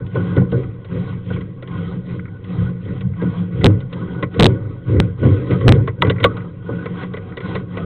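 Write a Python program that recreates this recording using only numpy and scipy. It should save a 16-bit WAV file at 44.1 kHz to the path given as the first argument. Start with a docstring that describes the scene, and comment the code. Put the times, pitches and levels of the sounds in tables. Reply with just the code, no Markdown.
"""A stiff inspection cable is dragged out of a pipe, hand over hand, onto its reel: slips rasp and shake the reel.
Fine slips excite jacket and guide resonances; coarse ones drive the frame, drum and cage.
Now and then filtered noise bursts tick, clink, slap and jolt against the reel.
Everything passes one narrow-band input that clips, cracks at set peaks and adds faint hiss."""
import sys
import numpy as np
from scipy import signal
from scipy.fft import rfft, irfft
from scipy.io import wavfile
from scipy.ndimage import uniform_filter1d

SR = 44100
rng = np.random.default_rng(int(sys.argv[2]) if len(sys.argv) > 2 else 0)


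def pcm_store(signal):
    """Save signal as 16-bit PCM."""
    levels = np.round(np.clip(np.atleast_2d(signal), -1, 1) * 32767)
    wavfile.write(sys.argv[1], SR, levels.astype(np.int16).T)


N = 346185
TIME_S = np.arange(N) / SR
CLOCK_S = np.arange(0, N / SR, .002)  # coarse grid for levels


# Resonances of the swaying frame: centre_hz [Hz], width_hz [Hz], level_db [dB relative]
FRAME_MODES = [(74.3, 24, -7.5), (101.76, 18, 7), (125.6, 22.2, 6)]
# Resonances of the reel drum: centre_hz [Hz], width_hz [Hz], level_db [dB relative]
DRUM_MODES = [(177.2, 24, 5)]
# Resonances of the wire cage: centre_hz [Hz], width_hz [Hz], level_db [dB relative]
CAGE_MODES = [(232.5, 59, -0.5), (268.6, 21, 4.5), (309, 51, 3.5), (377, 27, 2), (432, 120, -3),
              (468, 39.3, 2), (504.3, 89, -4), (555.3, 58, -8)]
# Hollow ring of the guide: centre_hz [Hz], width_hz [Hz], level_db [dB relative]
GUIDE_MODES = [(669, 110, -7.5), (757, 68, -3.5), (953, 210, -6), (1043, 96, -0.5), (1113, 41, 0),
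               (1258, 130, -3), (1473, 65, 5), (1597, 65, -6.5)]
# Sliding cable jacket: centre_hz [Hz], width_hz [Hz], level_db [dB relative]
JACKET_MODES = [(1140, 550, -3), (1943, 190, 2.5), (2166, 220, -2), (2520, 880, -6), (3204, 420, -3.5),
                (3790, 770, -11)]
# fall in dB per s, level between pulls in dB
FRAME_SETTLES, DRUM_SETTLES, CAGE_SETTLES = (107, -34), (91, -40), (135, -43)
CREEP_DB, CREEP_DB_PER_DB = -45.5, .36  # faint rasp between pulls follows the rattle
GUIDE_DB, GUIDE_DB_PER_DB = -30.5, .55  # the cage's rattle stirs the guide
CHATTER_DB = -23.5  # cable against the rattling cage, relative to the rattle
HEAVY_DB, HEAVY_DB_PER_DB = -15.5, .47  # rumble at which the deepest modes take over, and how abruptly
SUB_DB, SUB_DB_PER_DB = -33.5, .35  # deepest rumble follows the frame
LOWEST_HZ = 36  # the frame hardly moves below this


def dragging():
    """Coarse slips shake frame, drum and cage; fine ones rasp along the jacket and ring the guide."""
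    rumble_db = shaken(*FRAME_SETTLES, part=0)
    hum_db = shaken(*DRUM_SETTLES, part=1)
    rattle_db = shaken(*CAGE_SETTLES, part=2)
    rasp_db = sliding(CREEP_DB + CREEP_DB_PER_DB * rattle_db, part=0)
    guide_db = sliding(GUIDE_DB + GUIDE_DB_PER_DB * rattle_db, part=1)
    coarse = slips(per_s=220, spread_db=4.5)
    fine = slips(per_s=9000, spread_db=3.0)

    sway = 1 / (1 + amp(-HEAVY_DB_PER_DB * (rumble_db - HEAVY_DB)))  # 0 light, 1 heavy
    frame = loaded(FRAME_MODES, sway, light_db_per_oct=8, heavy_db_per_oct=-8, seconds=.093)
    highpass = signal.butter(2, LOWEST_HZ, "highpass", fs=SR, output="sos")
    frame = signal.sosfiltfilt(highpass, frame)
    drum = steadied(ring(coarse, DRUM_MODES, order=3), seconds=.08)
    cage = loaded(CAGE_MODES, sway, light_db_per_oct=2, heavy_db_per_oct=-3.5, seconds=.07)
    sub_bass = amp(SUB_DB + SUB_DB_PER_DB * rumble_db) * ring(rng.standard_normal(N), [(39, 270, 0)])
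    shaking = amp(rumble_db) * frame + amp(hum_db) * drum + amp(rattle_db) * cage + sub_bass

    guide = amp(guide_db) * shifting(fine + .5 * coarse, GUIDE_MODES, swell_db=4.0)
    chatter = amp(CHATTER_DB + rattle_db) * ring(fine, CABLE_MODES[1:])
    rasp = amp(rasp_db) * shifting(fine, JACKET_MODES, swell_db=2.5)
    return shaking + guide + chatter + rasp


# Strokes of the cable through the guide, one per pull: start_s [s], end_s [s], jacket_rasp_db [dB],
# guide_ring_db [dB], frame_rumble_db, drum_hum_db, cage_rattle_db [dB, before the breakaway boost]
PULLS = [(0.118, 0.42, -46, -38, -24, -22.5, -31), (0.484, 0.682, -51.5, -49.5, -36.5, -45, -53),
         (0.881, 1.177, -48, -43.5, -28.5, -30.5, -40), (1.248, 1.402, -45, -53, -25, -26.5, -34),
         (1.677, 1.978, -48, -41.5, -30, -26, -36), (2.054, 2.189, -48, -60, -28.5, -29.5, -37),
         (2.457, 2.72, -48, -43.5, -43.5, -26, -37), (2.809, 3.02, -50.5, -59.5, -36.5, -39, -44),
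         (3.168, 3.464, -48.5, -40.5, -29.5, -20.5, -36), (3.512, 3.739, -48.5, -50, -21, -27.5, -31.5),
         (3.908, 4.24, -51, -42, -28.5, -27, -33), (4.329, 4.514, -43, -38, -28.5, -25.5, -22),
         (4.862, 5.076, -49.5, -62, -26, -43.5, -44), (5.177, 5.787, -46.5, -45, -26.5, -35.5, -26.5),
         (5.512, 5.55, -31, -26, -31.5, -33, -50), (6.132, 6.488, -53, -42.5, -37, -32, -39),
         (6.636, 6.944, -51, -44.5, -34.5, -27.5, -35), (6.946, 7.06, -40, -34.5, -46, -28, -36.5),
         (7.096, 7.384, -58, -45, -48, -39, -39.5), (7.418, 7.607, -42.5, -36.5, -29.5, -27, -32.5),
         (7.704, 7.88, -49, -40.5, -37, -27, -33)]
# The cable catches and the reel lurches: peak_s [s], build_up_s [s], frame_rumble_db [dB],
# drum_hum_db [dB], cage_rattle_db [dB]
LURCHES = [(0.0, .03, -19.5, -28, -33), (0.383, 0.024, -12.5, -12.5, -18.5), (0.575, 0.035, -17, -48, -24),
           (0.969, 0.082, -27, -22, -27), (2.625, 0.091, -15.5, -22, -33.5), (2.899, 0.06, -21.5, -26, -28),
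           (3.065, 0.068, -16, -21, -45), (3.662, 0.08, -11, -18.5, -20), (4.42, 0.051, -5.5, -31.5, -24),
           (4.692, 0.16, -23, -50.5, -33), (4.971, 0.12, -8.5, -17, -17), (5.26, 0.053, -5.5, -27.5, -15),
           (5.535, .065, -16, -18, -34.5), (5.703, 0.084, -3.5, -18, -11),
           (6.061, 0.088, -12, -18.5, -21.5), (6.249, 0.073, -16.5, -27.5, -22.5)]
PULL_RISE_S = .076
BREAKAWAY_DB, BREAKAWAY_S = 10, .047  # shakes hardest as the cable breaks free, then settles


def shaken(fall_db_per_s, rest_db, part):
    """Level in dB of a reel part (0 frame, 1 drum, 2 cage): pulls and lurches add power, which then falls."""
    power = amp(rest_db) ** 2
    for start_s, end_s, _, _, *part_db in PULLS:
        breakaway_db = BREAKAWAY_DB * np.exp(-np.maximum(CLOCK_S - start_s, 0) / BREAKAWAY_S)
        push = swell(start_s, PULL_RISE_S, end_s, fall_db_per_s)
        power = power + (amp(part_db[part] + breakaway_db) * push) ** 2
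    for peak_s, rise_s, *part_db in LURCHES:
        push = swell(peak_s - rise_s, rise_s, peak_s, fall_db_per_s)
        power = power + (amp(part_db[part]) * push) ** 2
    return np.interp(TIME_S, CLOCK_S, 10 * np.log10(power))


def swell(start_s, rise_s, end_s, fall_db_per_s):
    """Attack, hold and release of a push on the reel."""
    attack = np.clip((CLOCK_S - start_s) / max(rise_s, .005), 0, 1)
    return attack * amp(-fall_db_per_s * np.maximum(CLOCK_S - end_s, 0))


STROKE_RAMP_S = .09  # gathers speed and stops in this time


def sliding(creep_db, part):
    """Level in dB of the rasp (0 jacket, 1 guide): strokes gather speed, slide evenly, stop; creep fills between."""
    strokes = 0
    for start_s, end_s, *part_db in PULLS:
        ramp = np.minimum(CLOCK_S - start_s, end_s - CLOCK_S) / STROKE_RAMP_S + .5
        strokes = strokes + amp(part_db[part]) ** 2 * np.clip(ramp, 0, 1) ** 3
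    return 10 * np.log10(np.interp(TIME_S, CLOCK_S, strokes) + amp(creep_db) ** 2)


def slips(per_s, spread_db):
    """Stick-slip: a train of tiny snaps of uneven size and either sign."""
    size = amp(spread_db * np.minimum(rng.exponential(1, N), 4)) * rng.choice([-1, 1], N)
    return evened(size * (rng.random(N) < per_s / SR))


def loaded(modes, sway, light_db_per_oct, heavy_db_per_oct, seconds):
    """Slips shake a reel part; its spectral tilt goes from light to heavy as the sway grows."""
    def shake(tilt):
        snaps = slips(per_s=400, spread_db=2.5)
        return steadied(ring(snaps, modes, tilt_db_per_oct=tilt, order=3), seconds)
    light, heavy = shake(light_db_per_oct), shake(heavy_db_per_oct)
    return np.sqrt(1 - sway) * light + np.sqrt(sway) * heavy


def shifting(x, modes, swell_db):
    """The point of contact moves, so each resonance swells and fades on its own."""
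    total = 0
    for hz, width_hz, db in modes:
        level = amp(db + swell_db * wander(hz=18)) * np.sqrt(width_hz)
        total = total + level * ring(x * rng.choice([-1, 1], N), [(hz, width_hz, 0)])
    return evened(total)


# Heavy jolts of the reel: start_s [s], level_db [dB relative], decay_t60_s [s], guide_clack_db [dB]
JOLTS = [(0.154, -14, 0.18, -24.5), (0.367, -11.5, 0.16, -27.5), (0.521, -12.5, 0.23, -30.5),
         (1.302, -19.5, 0.07, -30), (3.22, -16.5, 0.25, -32.5), (3.641, -3.5, 0.22, -25),
         (4.228, -17, 0.14, -43), (4.394, -6.5, 0.32, -26), (4.423, -2.5, 0.14, -20.5),
         (5.228, -11, 0.32, -30.5), (5.501, -11.5, 0.19, -42), (5.674, -8.5, 0.21, -26),
         (6.046, -10.5, 0.07, -25.5), (6.077, -10.5, 0.064, -34.5), (6.247, -15, 0.15, -27.5),
         (6.69, -18, 0.28, -30.5)]


def snags(depth=.14, seconds=.2):
    """Gain that dips just before each jolt as the cable catches, then recovers fast as it breaks free."""
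    held = 0
    for s, *_ in JOLTS:
        before = np.clip(1 - (s - TIME_S) / seconds, 0, 1)
        after = np.clip(1 - (TIME_S - s) / .0069, 0, 1)
        held = held + before * after
    return 1 - np.clip(depth * held, 0, 1)


def jolts():
    """Heavy knocks ring frame and cage together, with a short clack in the guide."""
    out = np.zeros(N)
    for s, db, t60_s, clack_db in JOLTS:
        force = burst(t60_s, rise_s=.00018)
        low = evened(ring(force, FRAME_MODES, tilt_db_per_oct=1.5))
        mid = evened(ring(force, CAGE_MODES))
        add(out, s, amp(db) * force.std() * amp(-2.0) * (low + mid))
        add(out, s, amp(clack_db) * ring(burst(t60_s=.12, rise_s=.001), GUIDE_MODES))
    return out


# Hard whips against the cage: start_s [s], crack_db [dB], crack_t60_s [s, burst floor 0.01],
# clatter_db [dB], clang_db [dB]
SLAPS = [(6.021, 3.5, 0.0079, -3.5, -9), (6.241, 0.5, 0.036, -6.5, 3)]
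# Thin cage wires when struck: centre_hz [Hz], width_hz [Hz], level_db [dB relative]
WIRE_MODES = [(993, 120, 0), (1245, 210, -1.5), (1480, 62, 2.5), (1993, 81, 0.5)]
# Cage hoop when struck: centre_hz [Hz], width_hz [Hz], level_db [dB relative]
HOOP_MODES = [(517, 206, -4.5), (1128, 64, -5)]


def slaps():
    """Higher bending waves run faster: bright crack and wire clatter start together, the hoop clangs 3.3 ms later."""
    crack, clatter, clang = np.zeros((3, N))
    for s, crack_db, t60_s, clatter_db, clang_db in SLAPS:
        add(crack, s, amp(crack_db) * burst(t60_s, rise_s=.00095))
        add(crack, s - .006, amp(-14.5) * burst(t60_s=.042, rise_s=.012))  # the cable grazes first
        add(clatter, s, amp(clatter_db) * burst(t60_s=.045, rise_s=.00088))
        add(clang, s + .0033, amp(clang_db) * burst(t60_s=.053, rise_s=.0011))
    return ring(crack, EDGE_MODES + CABLE_MODES[2:]) + ring(clatter, WIRE_MODES) + ring(clang, HOOP_MODES)


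# Cable ticks against the guide: contact_s [s], ring_db [dB], bright_edge_db [dB]
TICKS = [(0.0654, -36, -41.5), (0.151, -22, -38.5), (0.3648, -17.5, -35), (0.5183, -28, -37),
         (0.847, -30, -40), (1.362, -23.5, -53), (1.4098, -29.5, -40.5), (1.625, -24, -40),
         (1.6753, -27, -39.5), (2.4432, -32.5, -41.5), (3.0092, -25.5, -35.5), (3.217, -23.5, -42),
         (3.613, -19, -35), (3.637, -11, -32), (3.8052, -31.5, -39), (3.929, -24.5, -30),
         (4.2268, -10, -25), (4.343, -22.5, -39), (4.3948, 1.5, -21.5), (5.236, -25, -35),
         (5.508, -18, -29.5), (5.612, -20, -38.5), (5.68, -5, -24), (5.876, -12, -33), (6.0478, -13, -34),
         (6.07, -15, -33), (6.099, -7, -16.5), (6.202, -18, -31), (6.2308, -13, -24), (6.369, -22.5, -35.5),
         (6.8578, -16.5, -36.5), (7.0323, -20.5, -35.5), (7.138, -19.5, -37.5), (7.1694, -20.5, -37),
         (7.3718, -18.5, -30.5), (7.4047, -20.5, -36), (7.5532, -10.5, -24.5), (7.7712, -17, -32)]
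# Thin clinks as the cable barely touches a wire: contact_s [s], level_db [dB]
CLINKS = [(0.635, -32), (2.1952, -29.5), (2.2563, -32), (2.281, -36.5), (3.136, -38.5), (6.1624, -31),
          (6.1842, -27), (6.4036, -32), (7.323, -33)]
# Ring of the struck cable: centre_hz [Hz], width_hz [Hz], level_db [dB relative]
CABLE_MODES = [(457, 170, 13), (1080, 160, 5.5), (1430, 340, -0.5), (1980, 200, 3), (2200, 350, -4.5)]
# Bright edge of a tick: centre_hz [Hz], width_hz [Hz], level_db [dB relative]
EDGE_MODES = [(3140, 1500, -1.5), (3610, 1400, -13.5)]
TICK_LEAD_S = .002  # bursts start this long before contact_s


def ticks():
    """Short scuffs ring the cable and leave a bright edge; the lightest touches stir only its upper modes."""
    body, edge, clink = np.zeros((3, N))
    for s, ring_db, edge_db in TICKS:
        add(body, s - TICK_LEAD_S, amp(ring_db) * burst(t60_s=.066, rise_s=.004))
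        add(edge, s - TICK_LEAD_S, amp(edge_db) * burst(t60_s=.044, rise_s=.0017))
    for s, db in CLINKS:
        add(clink, s - TICK_LEAD_S, amp(db) * burst(t60_s=.037, rise_s=.0012))
    return ring(body, CABLE_MODES) + ring(edge, EDGE_MODES) + ring(clink, CABLE_MODES[2:])


def burst(t60_s, rise_s, size=22050):
    """A contact that chatters (random signs) and dies away by 60 dB in t60_s."""
    t = np.arange(size) / SR
    attack = 1 - np.exp(-t / max(rise_s, 1e-4))
    decay = np.exp(-np.log(1000) * t / max(t60_s, 1e-2))
    return rng.choice([-1, 1], size) * attack * decay


def ring(x, modes, tilt_db_per_oct=0, order=2, size=16384):
    """Causal minimum-phase filter of unit energy made of resonances; a higher order has steeper flanks."""
    hz = abs(np.fft.fftfreq(size, 1 / SR))
    power = sum(amp(db) ** 2 / (1 + (2 * (hz - f) / width) ** 2) ** order for f, width, db in modes)
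    log_gain = np.log(power + 1e-12) / 2 + np.log(amp(tilt_db_per_oct)) * np.log2(hz + 20)
    taps = np.fft.ifft(np.exp(np.conj(signal.hilbert(log_gain)))).real[:size // 2]
    return signal.oaconvolve(x, taps / np.linalg.norm(taps))[:len(x)]


def steadied(x, seconds):
    """Evens out slow swells and keeps the fast grain."""
    width = int(seconds * SR)
    power = uniform_filter1d(uniform_filter1d(x ** 2, width), width)
    return x / np.sqrt(abs(power) + 1e-12)


def wander(hz):
    """Slow chance of unit RMS that changes about hz times a second."""
    f = np.fft.rfftfreq(N, 1 / SR)
    return evened(irfft(rfft(rng.standard_normal(N)) * np.exp(-(f / hz) ** 2), N))


def amp(db):
    """Amplitude factor for a level in dB."""
    return 10 ** (np.asarray(db) / 20)


def evened(x):
    """Scales to unit RMS."""
    return x / np.sqrt(np.mean(x ** 2) + 1e-20)


def add(mix, s, sound):
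    """Adds sound into mix from s seconds on."""
    part = mix[max(round(s * SR), 0):][:len(sound)]
    part += sound[:len(part)]


def scene():
    """Everything reaches one microphone through the reel itself."""
    mix = snags() * dragging() + ticks() + slaps() + jolts()
    return (signal.windows.tukey(N, .001) * mix)[None]  # 4 ms fades


def band_limit(x, hz, taps):
    """Steep low-pass without delay."""
    return signal.oaconvolve(x, signal.firwin(taps, hz, window=("kaiser", 10), fs=SR), "same")


# Peaks that overflow the converter: peak_s [s], flips [count of samples]
OVERFLOWS = [(3.6442, 2), (3.6594, 1), (3.6666, 1), (4.3981, 2), (4.4082, 1), (4.4257, 1), (4.4325, 2),
             (4.4441, 3), (4.4575, 1), (4.4586, 1), (4.4661, 2), (5.0019, 1), (5.6815, 1), (5.6822, 1),
             (5.6922, 1), (5.7234, 1)]
RAIL, CEILING = .68, .715  # clip amplitudes before and after the band limit
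BAND_HZ, EDGE_HZ = 4100, 16400


def record(dry):
    """The input clips; at listed peaks single samples wrap to the opposite rail and crack; faint hiss is added."""
    t = np.arange(-.004, .004, 1 / SR)
    sample_s = 1 / (2 * BAND_HZ)
    grip, swing, flips = np.zeros((3, N))
    for s, count in OVERFLOWS:
        # the wave swings from rail to rail around the peak
        add(grip, s + t[0], signal.windows.tukey(len(t)))
        add(swing, s + t[0], 1.3 * RAIL * np.cos(1.25 * np.pi * t / t[0]))
        for k in range(count):
            add(flips, s + 2 * k * sample_s, np.array([-2 * RAIL * sample_s * SR]))
    x = np.clip(dry[0], -RAIL, RAIL)
    x = x + np.minimum(grip, 1) * (np.clip(swing, -RAIL, RAIL) - x) + flips
    x = np.clip(band_limit(x, BAND_HZ, taps=171), -CEILING, CEILING)  # the filter's overshoot clips again
    hiss = amp(-103) * rng.standard_normal(N)
    return band_limit(x + hiss, EDGE_HZ, taps=255)[None]


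dry = scene()
out = record(dry)
pcm_store(out)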